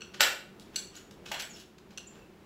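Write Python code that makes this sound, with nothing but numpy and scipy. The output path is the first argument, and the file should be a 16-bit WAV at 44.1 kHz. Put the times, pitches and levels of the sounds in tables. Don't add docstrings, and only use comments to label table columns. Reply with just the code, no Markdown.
import sys
import numpy as np
from scipy import signal
from scipy.fft import rfft, irfft
from scipy.io import wavfile
from scipy.ndimage import uniform_filter1d

SR = 44100
rng = np.random.default_rng(int(sys.argv[2]) if len(sys.argv) > 2 else 0)


def unload_audio(sound):
    columns = np.transpose(np.atleast_2d(sound))
    steps = np.round(np.clip(columns, -1, 1) * 32767)
    wavfile.write(sys.argv[1], SR, steps.astype(np.int16))


N = 108045
T = np.arange(N) / SR
TILT_FROM_HZ = 1000

PARTNER_PITCH_RATIO, PARTNER_DB = 1.025, -2.5
# freq_hz, relative_level_db, t60_s
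BENDING_MODES = [(541, -23.5, .05), (1528, -9, 0.093), (2858, 0, 0.031), (3428, -8, .02),
                 (4387, 4.5, 0.022), (6140, 3.5, 0.025), (7710, 3.5, 0.018), (9520, -7.5, 0.015),
                 (10900, -12, .01)]
BENDING_ORDERS = [1, 2, 3, 3, 4, 5, 6, 7, 8]


def stick_ring(t, point, tilt_db, pitch_ratio):
    ring = 0
    for order, (hz, db, t60) in zip(BENDING_ORDERS, BENDING_MODES):
        shape = np.cos(np.pi * ((order + .5) * point + .25))
        gain = undb(db + tilt_db * np.log2(max(hz, TILT_FROM_HZ)))
        phase = 2 * np.pi * hz * pitch_ratio * t
        partner = undb(PARTNER_DB) * np.sin(phase * PARTNER_PITCH_RATIO + 2 * np.pi * rng.random())
        ring = ring + shape * gain * (np.sin(phase) + partner) * np.exp(-np.log(1000) * t / t60)
    return level(ring, 0)


# freq_hz, relative_level_db
CRACK_SPECTRUM = [(100, -31), (230, -33), (340, -14.5), (520, -18), (850, -6.5), (1150, -14.5), (1500, 1.5),
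                  (1850, -3.5), (2150, -1), (2550, 0.5), (2800, 4), (3100, -6), (3380, 1), (3900, -8),
                  (4250, -3), (5000, -9), (5900, -11), (6800, -15.5), (7700, -9.5), (8600, -24.5),
                  (11000, -21.5), (14000, -17.5), (16000, -30)]
# start_s, level_db, tilt_db_per_octave, crack_decay_s, ring_db, room_db
STICK_CLASHES = [(0.2064, -18, 0.4, 0.0028, -7, 2.5), (0.2147, -28, 2.8, 0.0012, -5, -5),
                 (1.3163, -36, -1, 0.0083, -15, 2), (1.3965, -40.5, 0.6, 0.0076, -8.5, 4.5)]


def clashes(bus, t):
    rise = contact_rise(t)
    for start, db, tilt_db, decay_s, ring_db, room_db in STICK_CLASHES:
        crack = level(colour(rise * burst(t, decay_s), CRACK_SPECTRUM, tilt_db), 0)
        ring = undb(ring_db) * rise * stick_ring(t, point=.02, tilt_db=-8, pitch_ratio=0.97)
        add(bus, start, level(crack + ring, db), room_db)


# start_s, level_db, point_along_stick_fraction, tilt_db_per_octave,
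# pitch_ratio, crack_db, room_db
STICK_KNOCKS = [(.007, -51, 0.17, -2.5, 0.98, -10, 4.5), (0.0185, -43.5, 0.49, -7, 0.93, -3, -3),
                (.195, -50, 0.38, -7.5, 0.99, -2, 18), (0.2023, -34.5, 0.4, -6, .92, -15, -12.5),
                (.7587, -34, 0, 2, 0.97, -2.5, -.5), (.7613, -29.5, 0.62, 1.4, 0.99, -7, -5),
                (1.2615, -49.5, 0.49, -5, 0.91, 0, 3.5), (1.343, -41, 0.44, -6.5, 0.95, -3, 2.5),
                (1.421, -43, 0.12, 4.5, 1.0, -0.5, -1.5), (1.9749, -41, 0.47, -2, 0.96, -8, -5.5),
                (1.9808, -42.5, .48, -2.5, 0.97, -2, -5.5)]


def knocks(bus, t):
    for start, db, point, tilt_db, pitch_ratio, crack_db, room_db in STICK_KNOCKS:
        crack_tilt_db = 0.91 * tilt_db - 0.5
        crack = level(colour(burst(t, decay_s=0.0036), LINK_SPECTRUM, crack_tilt_db), crack_db)
        ring = stick_ring(t, point, tilt_db, pitch_ratio)
        add(bus, start, level(contact_rise(t) * (crack + ring), db), room_db)


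# start_s, level_db, centre_hz
BODY_SLAPS = [(.214, -43, 502), (1.3138, -41.5, 810)]


def slaps(bus, t, width_hz=425):
    for start, db, hz in BODY_SLAPS:
        band = signal.butter(3, [hz - width_hz / 2, hz + width_hz / 2], "band", fs=SR, output="sos")
        slap = signal.sosfilt(band, burst(t, decay_s=0.0041))
        add(bus, start, level(slap, db), room_db=3)


# freq_hz, relative_level_db
LINK_SPECTRUM = [(200, -16), (800, -22.5), (1500, -3), (2050, -10.5), (2800, 1), (4500, -3.5), (6200, -3),
                 (7700, -8), (8600, -18), (9800, -12), (16000, -19.5)]
# start_s, length_s, level_db, tilt_db_per_octave, room_db
CHAIN_RATTLES = [(0.137, 0.019, -44, -5.5, -1.5), (0.596, 0.0055, -54.5, 0.5, 1),
                 (0.729, 0.057, -51.5, -4.5, 1), (0.913, 0.1, -50, -5, 0), (0.952, 0.007, -54.5, 3, 5),
                 (1.109, 0.0063, -55, -1.5, -1.5), (1.254, 0.017, -48, -2, -3),
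                 (1.268, 0.033, -51.5, -2, 4), (1.314, 0.011, -40.5, 0.5, -0.5),
                 (1.385, 0.035, -36, -1, -11), (1.532, 0.11, -46.5, 0, -4), (1.781, .009, -57, -4.5, -4.5),
                 (1.906, 0.0081, -60, -4, 2), (2.1, 0.12, -55, -6.5, -14)]


def rattles(bus, t, clicks_per_s=2200, scatter_db=4):
    for start, length, db, tilt_db, room_db in CHAIN_RATTLES:
        collisions = rng.random(len(t)) < clicks_per_s / SR
        strength = undb(scatter_db * rng.standard_normal(len(t)))
        clicks = collisions * strength * rng.choice([-1, 1], len(t))
        rattle = colour(clicks * swell(t, length), LINK_SPECTRUM, tilt_db)
        add(bus, start, level(rattle, db), room_db)


# start_s, length_s, from_hz, to_hz, level_db
SWIVEL_SQUEAKS = [(0.96, 0.015, 6800, 6800, -50), (1.491, 0.0403, 7260, 6470, -48),
                  (1.529, 0.033, 5700, 5010, -51.5), (1.556, 0.016, 2675, 2850, -55),
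                  (2.067, 0.019, 7060, 7270, -50), (2.17, 0.093, 2780, 2614, -59.5)]


def squeaks(bus, t, roughness=0.027):
    for start, length, from_hz, to_hz, db in SWIVEL_SQUEAKS:
        jitter = uniform_filter1d(rng.standard_normal(len(t)), size=30)
        hz = np.interp(t, [0, length], [from_hz, to_hz]) * (1 + roughness * jitter / jitter.std())
        tone = np.sin(2 * np.pi * np.cumsum(hz) / SR)
        add(bus, start, level(swell(t, length) * tone, db), room_db=-3)


# peak_s, half_length_s, level_db
AIR_SWISHES = [(0.853, .08, -64), (1.197, 0.17, -57.5)]


def swishes(band_hz=(40, 490)):
    band = signal.butter(2, band_hz, "band", fs=SR, output="sos")
    air = signal.sosfilt(band, rng.standard_normal(N))
    envelope = sum(undb(db) * np.exp(-((T - peak) / half) ** 2) for peak, half, db in AIR_SWISHES)
    return air / air.std() * envelope


# delay_s, gain
REFLECTIONS = [(.0029, 0.34), (.0098, 0.33), (0.0229, .18), (.029, 0.22)]
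# freq_hz, t60_s
REVERB_TIMES = [(300, .42), (520, 0.59), (800, 0.45), (1550, .44), (3000, 0.42), (6000, 0.35), (9000, 0.4),
                (15000, 0.33)]


def hall(direct, send, onset_s=0.003, build_s=.006):
    size = 256
    hz, t, cells = signal.stft(rng.standard_normal(SR // 2), SR, nperseg=size)
    t60 = at(REVERB_TIMES, np.maximum(hz, 1))[:, None]
    tail = signal.istft(cells * np.exp(-np.log(1000) * t / t60), SR, nperseg=size)[1]
    tail *= np.clip((T[:len(tail)] - onset_s) / build_s, 0, 1)
    response = tail / np.sqrt(np.sum(tail ** 2))
    for delay, gain in REFLECTIONS:
        scatter = burst(T[:size], decay_s=0.0006)
        i = int(delay * SR)
        response[i:i + size] += gain * scatter / np.sqrt(np.sum(scatter ** 2))
    return direct + signal.fftconvolve(send, response)[:N]


# freq_hz, relative_level_db
RUMBLE_SPECTRUM = [(20, -12), (30, -25.5), (43, -2.5), (58, -3.5), (80, -2), (110, -5.5), (160, 0.5),
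                   (205, 6), (250, -4.5), (370, 2.5), (520, -8.5), (800, -11), (1500, -16), (2800, -20.5),
                   (5000, -27.5), (7500, -31.5), (9000, -36), (16000, -34.5)]


def rumble(level_db=-54, waver_db=1.95):
    hz = np.maximum(np.arange(N + 1) * SR / (2 * N), 1)
    noise = irfft(rfft(rng.standard_normal(2 * N)) * undb(at(RUMBLE_SPECTRUM, hz)))[:N]
    waver = np.interp(T, np.linspace(0, T[-1], 20), rng.standard_normal(20))
    return noise / noise.std() * undb(level_db + waver_db * waver)


def burst(t, decay_s):
    envelope = np.exp(-t / decay_s)
    noise = rng.standard_normal(len(t)) * envelope
    whitened = irfft(np.exp(1j * np.angle(rfft(noise))), len(t))
    return whitened * np.sqrt(envelope)


def contact_rise(t, contact_s=0.00058):
    return 1 - np.exp(-t / contact_s)


def swell(t, length):
    return np.sin(np.pi * np.minimum(t / length, 1))


def colour(x, spectrum, tilt_db):
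    size = 2048
    hz = np.maximum(np.arange(size // 2 + 1) * SR / size, SR / size)
    gain = undb(at(spectrum, hz) + tilt_db * np.log2(np.maximum(hz, TILT_FROM_HZ)))
    cepstrum = irfft(np.log(gain))
    cepstrum[1:size // 2] *= 2
    cepstrum[size // 2 + 1:] = 0
    return signal.oaconvolve(x, irfft(np.exp(rfft(cepstrum))))[:len(x)]


def at(points, hz):
    freqs, values = np.array(points).T
    return np.interp(np.log(hz), np.log(freqs), values)


def undb(db):
    return 10 ** (np.asarray(db) / 20)


def level(x, db):
    return x * undb(db) * np.sqrt(.01 * SR / np.sum(x ** 2))


def add(bus, start, x, room_db):
    i = int(start * SR)
    x = x[:N - i]
    bus[:, i:i + len(x)] += np.outer([1, undb(room_db)], x)


def scene():
    bus = np.zeros((2, N))
    t = T[:6144]
    for source in (clashes, knocks, slaps, rattles, squeaks):
        source(bus, t)
    return (hall(*bus) + swishes() + rumble())[None]


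def record(dry, cutoff_hz=15750):
    return signal.sosfilt(signal.ellip(10, .2, 70, cutoff_hz, fs=SR, output="sos"), dry)


dry = scene()
out = record(dry)
unload_audio(out)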